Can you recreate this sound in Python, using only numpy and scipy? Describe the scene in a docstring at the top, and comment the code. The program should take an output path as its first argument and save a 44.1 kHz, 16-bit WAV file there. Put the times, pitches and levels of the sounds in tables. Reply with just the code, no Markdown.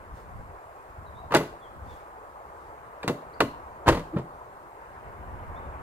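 """In a wood, a van's tailgate is slammed a few metres away, unlatched again, slammed harder and pushed home.
Each contact of seal, latch and trim excites the steel: dense noise bands for sheet metal, sines for its main modes.
Low decaying sines boom in the shut cabin, and a noise tail scatters door and birds back from the trees.
Around it, shaped noise makes a steady distant rush, leaves, rustles, hiss and a light breeze on the microphone;
a few small birds whistle in gliding sines, and soft low bumps touch the microphone."""
import sys
import numpy as np
from scipy import signal
from scipy.fft import rfft, irfft, next_fast_len
from scipy.io import wavfile
from scipy.ndimage import uniform_filter1d, map_coordinates

SR = 44100
rng = np.random.default_rng(int(sys.argv[2]) if len(sys.argv) > 2 else 0)


def unload_audio(sound):
    """Save the sound as a 16-bit wav file, at the path given as the first command line argument."""
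    columns = np.transpose(np.atleast_2d(sound))
    # keep every value between -1 and 1, then stretch to whole-number steps
    steps = np.round(np.clip(columns, -1, 1) * 32767)
    wavfile.write(sys.argv[1], SR, steps.astype(np.int16))


N = 256662
TIME = np.arange(N) / SR


def amp(db):
    """Decibels to gain."""
    return 10 ** (np.asarray(db) / 20)


def unit(x):
    """x at rms 1."""
    return x / np.sqrt(np.mean(x ** 2) + 1e-20)


def along(points, hz):
    """Read a curve of (Hz, value) points on a log frequency axis."""
    point_hz, values = np.transpose(points)
    return np.interp(np.log(hz + 1), np.log(point_hz + 1), values)


def curve(rows):
    """Join (seconds, value) rows with straight lines, one value per sample."""
    return np.interp(TIME, *np.transpose(rows))


def wobble(rate):
    """A smooth random curve, rate knots a second."""
    knots = rng.standard_normal(int(N * rate / SR) + 4)
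    return map_coordinates(knots, [TIME * rate])


def filtered(x, response):
    """x shaped by a complex response of frequency, padded so the end does not wrap round."""
    n = x.shape[-1]
    padded = next_fast_len(n + 4096)
    return irfft(rfft(x, padded) * response(np.fft.rfftfreq(padded, 1 / SR)), padded)[..., :n]


def add(track, s, x):
    """Mix x into the track from time s on."""
    part = track[..., round(s * SR):][..., :x.shape[-1]]
    part += x[..., :part.shape[-1]]


def noise_pair(alike, size):
    """White stereo noise whose left-right correlation follows a curve of frequency."""
    def mid_side_gains(hz):
        turn = np.arccos(np.clip(along(alike, hz), -1, 1)) / 2
        return np.array([np.cos(turn), np.sin(turn)])

    mid, side = filtered(rng.standard_normal((2, size)), mid_side_gains)
    return np.array([mid + side, mid - side])


def rush(spectrum, alike, patchy_db=0):
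    """Coloured stereo noise of rms 1, with patches of random gain in time and frequency."""
    z = signal.stft(noise_pair(alike, N), nperseg=512)[2]
    patches = uniform_filter1d(rng.standard_normal(z.shape[1:]), size=4, axis=0)  # over frequency
    patches = uniform_filter1d(patches, size=7, axis=1)  # over time
    pair = signal.istft(z * amp(patchy_db * unit(patches)), nperseg=512)[1][:, :N]
    return unit(filtered(pair, lambda hz: amp(along(spectrum, hz))))


def from_side(x, lag_ms):
    """A source on the right reaches the left side later; a negative lag puts it on the left."""
    return filtered(x, lambda hz: np.exp(np.outer([-1, 1], 1j * np.pi * hz * lag_ms / 1000)))


# Colours of distant rush, leaves, breeze and hiss. Each row: frequency in Hz, relative level in dB per Hz.
RUSH_COLOUR = [(70, -14), (150, -31), (220, -22.5), (350, -5), (530, -2), (780, 0), (1030, 1.5),
               (1250, -3.5), (2150, -21), (3500, -38), (6000, -78)]
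LEAVES_COLOUR = [(700, -34), (1500, 7.5), (2100, 2.5), (3000, -10), (4500, -52.5), (8000, -42)]
BREEZE_COLOUR = [(12, -14), (25, -6.5), (45, 1), (65, 3.5), (110, -3.5), (160, -8.5), (260, -12.5),
                 (400, -22.5), (700, -60)]
HISS_COLOUR = [(2060, -21), (3500, -1), (4340, -1.5), (5780, -4.5), (7560, -1), (11400, -4.5), (15100, -4),
               (16000, -17)]
# Stereo width of rush and leaves. Each row: frequency in Hz, left-right correlation (1 is mono).
RUSH_ALIKE = [(100, 0.81), (400, 1), (900, 1), (1600, 0.12), (4000, 0.16)]
# Swells of rush, leaves and breeze. Each row: time in seconds, level in dB before the gain below.
RUSH_SWELL = [(0.0, -50.5), (3.72, -47.5), (4.86, -49.5), (5.58, -45.0), (5.8, -46.0)]
LEAVES_SWELL = [(0.0, -65.0), (1.8, -68.5), (1.92, -63.0), (2.34, -71.5), (3.0, -64.0), (4.08, -70.0),
                (4.68, -70.5), (4.86, -63.0), (5.8, -60.5)]
BREEZE_SWELL = [(0.0, -46.5), (0.18, -50.0), (0.42, -44.5), (0.66, -61.0), (1.2, -47.0), (1.62, -56.0),
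                (1.86, -45.5), (2.04, -58.5), (2.88, -56.5), (3.0, -61.0), (3.6, -51.5), (4.8, -59.5),
                (5.34, -42.5), (5.8, -45.0)]
RUSH_DB, LEAVES_DB, BREEZE_DB = 3.4, 4.4, .7  # gain of each over its swell
# Clothes and dry grass. Each row: centre in seconds, level in dB before a 3.5 dB lift, half length in seconds.
RUSTLES = [(0.187, -66, 0.055), (1.94, -65.5, 0.09), (2.63, -74, .08)]


def outdoors():
    """Shaped noises: a distant rush and leaves from the left, breeze on the microphone, rustles and hiss."""
    far_level = amp(RUSH_DB + curve(RUSH_SWELL) + 0.14 * wobble(6.6))
    far = far_level * rush(RUSH_COLOUR, RUSH_ALIKE, patchy_db=1.5)
    leaves = amp(LEAVES_DB + curve(LEAVES_SWELL)) * rush(LEAVES_COLOUR, RUSH_ALIKE, patchy_db=2.3)
    breeze_level = amp(BREEZE_DB + curve(BREEZE_SWELL) + 0.6 * wobble(19))
    breeze = breeze_level * rush(BREEZE_COLOUR, [(60, 0.68)], patchy_db=1.8)
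    touch = sum(amp(db) * np.exp(-((TIME - s) / half) ** 2) for s, db, half in RUSTLES)
    dry_grass = rush([(1000, 4), (4000, 0), (9000, -5), (15000, -12)], [(4000, 0.21)], patchy_db=2)
    rustle = touch * amp(3.5) * dry_grass
    hiss = amp(-69.5) * rush(HISS_COLOUR, [(4000, 0.023)], patchy_db=1.5)
    return from_side(far + leaves, lag_ms=-0.3) + breeze + rustle + hiss


def pushes(rows):
    """Low pressure swings of a cycle or two, each a cosine under a bell-shaped envelope."""
    out = 0
    for s, db, hz, half in rows:
        since = TIME - s
        out = out - amp(db) * np.cos(2 * np.pi * hz * since) * np.exp(-(since / half) ** 2)
    return out


# Soft bumps. Each row: centre in seconds, peak in dB, pitch in Hz, half length in seconds.
BUMPS = [(.42, -45, 79, 0.0086), (.99, -36, 96, 0.0075), (1.83, -34.5, 75, 0.011)]


def microphone_bumps():
    """Soft low bumps push on the microphone."""
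    return pushes(BUMPS)


# Bird notes. Each row: start in seconds, length in seconds, middle pitch in Hz, glide in octaves, level in dB.
BIRD_NOTES = [(.747, .09, 2460, .11, -65.5), (1.046, .063, 3850, -.13, -64.5),
              (1.135, .091, 3720, .19, -60.5), (1.595, .095, 3320, -.3, -59),
              (1.86, .105, 3480, -.15, -61.5), (3.325, .034, 4500, .35, -58.5), (5.38, .04, 3000, .16, -68),
              (5.545, .055, 3520, .2, -60.5)]
BIRD_ARCH = .05  # both ends of a note sag by this many octaves


def birds():
    """Short gliding whistles from the trees, with a fast flutter in pitch and strength."""
    out, tremble = np.zeros(N), wobble(500)
    for s, length, hz, glide, db in BIRD_NOTES:
        u = np.linspace(0, 1, int(length * SR))  # place within the note
        flutter = tremble[round(s * SR):][:len(u)]
        octaves = glide * (u - .5) - BIRD_ARCH * (2 * u - 1) ** 2
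        pitch = hz * 2 ** octaves * (1 + .022 * flutter)
        whistle = np.sin(2 * np.pi * np.cumsum(pitch) / SR)
        add(out, s, amp(db + 2 * flutter) * np.sin(np.pi * u) ** 2 * whistle)
    return out


# Decay of the scattered sound. Each row: frequency in Hz, t60 in seconds.
WOOD_T60 = [(100, 0.72), (500, 0.49), (2500, 0.45), (6000, 0.38), (14000, 0.29)]
# Its colour. Each row: frequency in Hz, relative level in dB.
WOOD_COLOUR = [(100, -4), (500, -2), (1200, -3), (3000, 2), (8000, 6.5), (15000, 16)]


def wood(x, build_up):
    """Trunks and leaves scatter a thin tail that builds up within a few milliseconds; its treble dies first."""
    noise = noise_pair([(200, 1.0), (700, 0.78), (2000, 0.048)], SR)
    hz, t, z = signal.stft(noise, SR, nperseg=256)
    fade = amp(-60 * t / along(WOOD_T60, hz)[:, None]) * (1 - np.exp(-t / build_up))
    tail = signal.istft(z * fade, SR, nperseg=256)[1]
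    tail = filtered(tail / np.linalg.norm(tail[0]), lambda hz: amp(along(WOOD_COLOUR, hz)))
    return signal.fftconvolve(np.atleast_2d(x), tail, axes=1)[:, :N]


def rattle(size, rate):
    """Loose trim chatters: a spiky random curve, rate knots a second."""
    knots = rng.exponential(size=int(size * rate / SR) + 2) - 1
    return np.interp(np.arange(size) * rate / SR, np.arange(len(knots)), knots)


# Sheet steel and trim. Each row: band centre in Hz, relative level in dB, t60 in seconds before the ring factor.
SHEET_BANDS = [(143, -8.5, 0.24), (219, -8.5, 0.17), (410, -1, 0.14), (670, 0.5, 0.073), (1100, 1.5, 0.083),
               (1820, -6, 0.12), (3240, -3.5, 0.13), (5100, -9, 0.15), (8600, -7.5, 0.071),
               (13000, -13, 0.055), (16300, -19, .04)]
# Its stereo width. Each row: frequency in Hz, left-right correlation.
SHEET_ALIKE = [(300, 1), (900, .95), (2500, 0.84), (4500, 0.52), (8000, 0.46), (12000, 0.22)]


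def sheet(t, colour, ring, snap_db, snap_t60, rattle_db):
    """Countless overlapping modes: a short snap, then each band dies at its own speed while the trim chatters."""
    centres, levels, t60s = np.transpose(SHEET_BANDS)
    knots_hz = np.r_[centres[0] / 2, centres]  # the lowest band fades out an octave down

    def band_gains(hz):
        peaks = np.eye(len(knots_hz))[1:]  # each band peaks at its centre and is nil at its neighbours'
        shares = np.array([along(np.c_[knots_hz, peak], hz) for peak in peaks])
        return np.sqrt(shares)[:, None]

    bands = filtered(noise_pair(SHEET_ALIKE, len(t)), band_gains)
    chatter = rattle_db * np.minimum(rattle(len(t), rate=728), 3)
    out = 0
    for band, hz, db, t60 in zip(bands, centres, levels, t60s):
        bright = hz / (hz + 2000)  # snap and chatter live in the treble
        fade = amp(-60 * t / (t60 * ring)) + bright * amp(snap_db - 60 * t / snap_t60)
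        shaken = unit(band * fade * amp(bright * chatter))
        out = out + amp(db + colour(hz)) * shaken * np.sqrt(np.mean(fade ** 2))
    return out


# Main modes of the tailgate. Each row: unstrained pitch in Hz, relative level in dB,
# t60 in seconds before the ring factor.
PANEL_MODES = [(130.4, -6, 0.24), (164, -10.5, 0.47), (235, -9, 0.27), (279, -8, 0.34), (334.8, -8, .26),
               (425.5, -3.5, 0.22), (477, 0, 0.11), (588.4, -12.5, 0.38), (669.4, -6.5, 0.23),
               (926, -4, 0.12), (1076, -8, 0.23), (1197, -7, 0.16), (1456, -20, 0.45), (1846, -4.5, 0.13),
               (2010, -6, 0.23), (2780, -10, 0.17)]


def panel(t, colour, ring, scatter_db):
    """The door's strongest modes as decaying sines, struck at a new spot each time."""
    hz, db, t60 = np.transpose(PANEL_MODES)
    strength = amp(db + colour(hz) + scatter_db * rng.standard_normal(len(hz)))
    phase = rng.uniform(0, 2 * np.pi, (len(hz), 1))
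    strained = hz * (1 + .012 * rng.standard_normal(len(hz)))  # the seal's pressure shifts each mode a little
    fade = amp(-60 * t / (ring * t60[:, None]))
    return strength @ (np.sin(2 * np.pi * np.outer(strained, t) + phase) * fade)


def strike(s, level_db, touch, heavy_db=0):
    """One contact shakes the door's sheet steel and main modes; hard parts crack, padded ones thud."""
    db, thud_db, clang_db, crack_db, rise, ring = touch
    out, t = np.zeros((2, N)), np.arange(SR // 4) / SR

    def colour(hz):
        return along([(190, thud_db + heavy_db), (480, 0), (1200, clang_db), (6000, crack_db)], hz)

    blow = sheet(t, colour, ring, snap_db=-7.5, snap_t60=0.014, rattle_db=2.5)
    blow = blow + amp(-2.5) * panel(t, colour, ring, scatter_db=0.5)
    onset = 1 - np.exp(-t / max(rise, 1e-4))
    add(out, s, amp(level_db + db - 1) * blow * onset)
    return out


# Slams. Each row: main blow in seconds, relative level in dB, closing speed in m/s, extra thud in dB,
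# relative trim rattle in dB, gain of the cabin boom in dB.
SLAMS = [(1.3467, -14.1, 1, -3.5, -30, -35), (3.8854, -15.5, 1.55, 1, -26, -13)]
# How far from home, in metres, the door meets the outer and the inner lip of the seal.
SEAL_GAPS_M = (.04, .027)
CATCH_LEAD_S, SEAT_LAG_S = .0075, .006  # the safety catch comes before the main blow, the frame after it
TRIM_FIRST_S, TRIM_GAP_S, TRIM_LOSS_DB = .035, .0245, 3.5  # loose trim bounces on after a slam
# How each part touches. Each holds: relative level in dB, thud (bass), clang (upper middle) and crack (treble)
# in dB against the middle, rise time constant in seconds, factor on the ring length.
OUTER_LIP = (-21, 4, .5, -20, .003, 1.2)
INNER_LIP = (-18.5, 2, 7.5, -8.5, .003, 1.25)
SAFETY_CATCH = (-6.5, -3, 1.5, -11.5, .0012, .66)
STRIKER = (0, -6.5, -3, -6.5, .0017, .56)
FRAME = (-.5, -3, -4.5, -17, .0024, .7)
TRIM = (0, .5, -3, -12.5, .003, .9)


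def tailgate():
    """A slam brushes seal and safety catch (harder and closer to the main blow at speed for the seal), hits
    striker and frame, and the trim bounces three times, ever weaker."""
    out = 0
    for s, db, speed, heavy_db, trim_db, _ in SLAMS:
        outer, inner = np.array(SEAL_GAPS_M) / speed  # seconds before the main blow
        brush_db = db + 20 * np.log10(speed)
        contacts = [(s - outer, brush_db, OUTER_LIP),
                    (s - inner, brush_db, INNER_LIP),
                    (s - CATCH_LEAD_S, brush_db, SAFETY_CATCH),
                    (s, db, STRIKER),
                    (s + SEAT_LAG_S, db, FRAME)]
        bounces = [(s + TRIM_FIRST_S + k * TRIM_GAP_S, trim_db - k * TRIM_LOSS_DB, TRIM) for k in range(3)]
        out = out + sum(strike(*contact, heavy_db) for contact in contacts + bounces)
    return out


# The shut cabin's resonances. Each row: pitch in Hz, relative level in dB, t60 in seconds.
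CABIN_MODES = [(32, -11, .42), (52, -7, .2), (70, -4, .22), (83, -6, .24), (331, 3.5, .16)]
BOOM_RISE_S = .009


def boom():
    """Once the safety catch is reached the seal is tight, and the door pumps the air in the van."""
    out, t = np.zeros(N), np.arange(SR // 2) / SR
    ring = sum(amp(db - 60 * t / t60) * np.sin(2 * np.pi * hz * t) for hz, db, t60 in CABIN_MODES)
    ring = ring * (1 - np.exp(-t / BOOM_RISE_S))
    for s, *_, boom_db in SLAMS:
        add(out, s - CATCH_LEAD_S, amp(boom_db) * ring)
    return out


# The latch lets go or snaps shut, then the door's weight knocks in its hinges. Each row: start in seconds,
# relative level in dB, thud, clang and crack in dB against the middle, gain of the catch's ring in dB,
# delay of the knock in seconds, relative level of the knock in dB.
LATCH_MOVES = [(1.3665, -28, -2, 1, .5, -45, .034, -33.5), (3.0316, -45, -11, 5, -6, -37.5, .0064, -32.5),
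               (3.078, -30.5, 8.5, 4.5, .5, -30.5, .0155, -23.6),
               (3.4043, -18.4, -12, 2, -9.3, -29.5, .0153, -23.2),
               (3.994, -43, 2, -2, -4.5, -60, .015, -47), (4.169, -36, 4, 2.5, -26, -54, .015, -33.5)]
# Modes of the small catch. Each row: pitch in Hz, relative level in dB, t60 in seconds.
CATCH_MODES = [(1700, 5, 0.031), (2410, 5, 0.021), (3340, -13, 0.025), (3650, 0.5, 0.02), (4570, -5, .025),
               (7410, -12, .035)]


def latch():
    """The small steel catch clicks in decaying sines as it lets go and snaps over the striker."""
    out, t = np.zeros(N), np.arange(SR // 10) / SR
    ring = sum(amp(level - 60 * t / t60) * np.sin(2 * np.pi * hz * t) for hz, level, t60 in CATCH_MODES)
    for s, *_, ring_db, _, _ in LATCH_MOVES:
        add(out, s, amp(ring_db) * ring)
    return out


# The hinges' touch: relative level in dB, thud, clang and crack in dB, rise in seconds, ring length factor.
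HINGES = (0, -1, -13, -21.5, .001, .97)
LATCH_RISE_S, LATCH_RING = .0005, .63  # steel on steel: rise, ring length factor


def latch_knocks():
    """Each move of the latch cracks through the door, which then knocks in its hinges."""
    out = 0
    for s, db, thud_db, clang_db, crack_db, _, delay, knock_db in LATCH_MOVES:
        crack = strike(s, db, (0, thud_db, clang_db, crack_db, LATCH_RISE_S, LATCH_RING))
        out = out + crack + strike(s + delay, knock_db, HINGES)
    return out


# Under the last push the steel skin flexes, then pops.
# Each row: centre in seconds, peak in dB, pitch in Hz, half length in seconds.
FLEXES = [(4.147, -27, 320, .013), (4.1674, -16, 154, .0055)]
# The palm's touch: relative level in dB, thud, clang and crack in dB, rise in seconds, ring length factor.
PALM = (-10, 4.5, -8, -30, .008, .8)


def press():
    """A palm pushes the door home; each flex of the skin shakes it softly."""
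    return sum(strike(s - half, db, PALM) for s, db, _, half in FLEXES)


def skin_flexes():
    """The flexing skin itself pushes the air in short swings."""
    return pushes(FLEXES)


def scene():
    """The van stands a little to the right, among the trees."""
    door = tailgate() + latch_knocks() + press()
    song = birds()
    van = from_side(door + latch() + boom() + skin_flexes(), lag_ms=0.093)
    van = van + amp(-18.5) * wood(door, build_up=0.0053)
    trees = song + amp(-7) * wood(song, build_up=.02)
    balance = amp([[.25], [-.25]])  # left a touch louder than right
    return (van + trees + outdoors() + microphone_bumps()) * balance


TOP_HZ = 15900


def record(dry):
    """The microphone's band limit: nothing passes from TOP_HZ up."""
    return filtered(dry, lambda hz: hz < TOP_HZ)


dry = scene()
out = record(dry)
unload_audio(out)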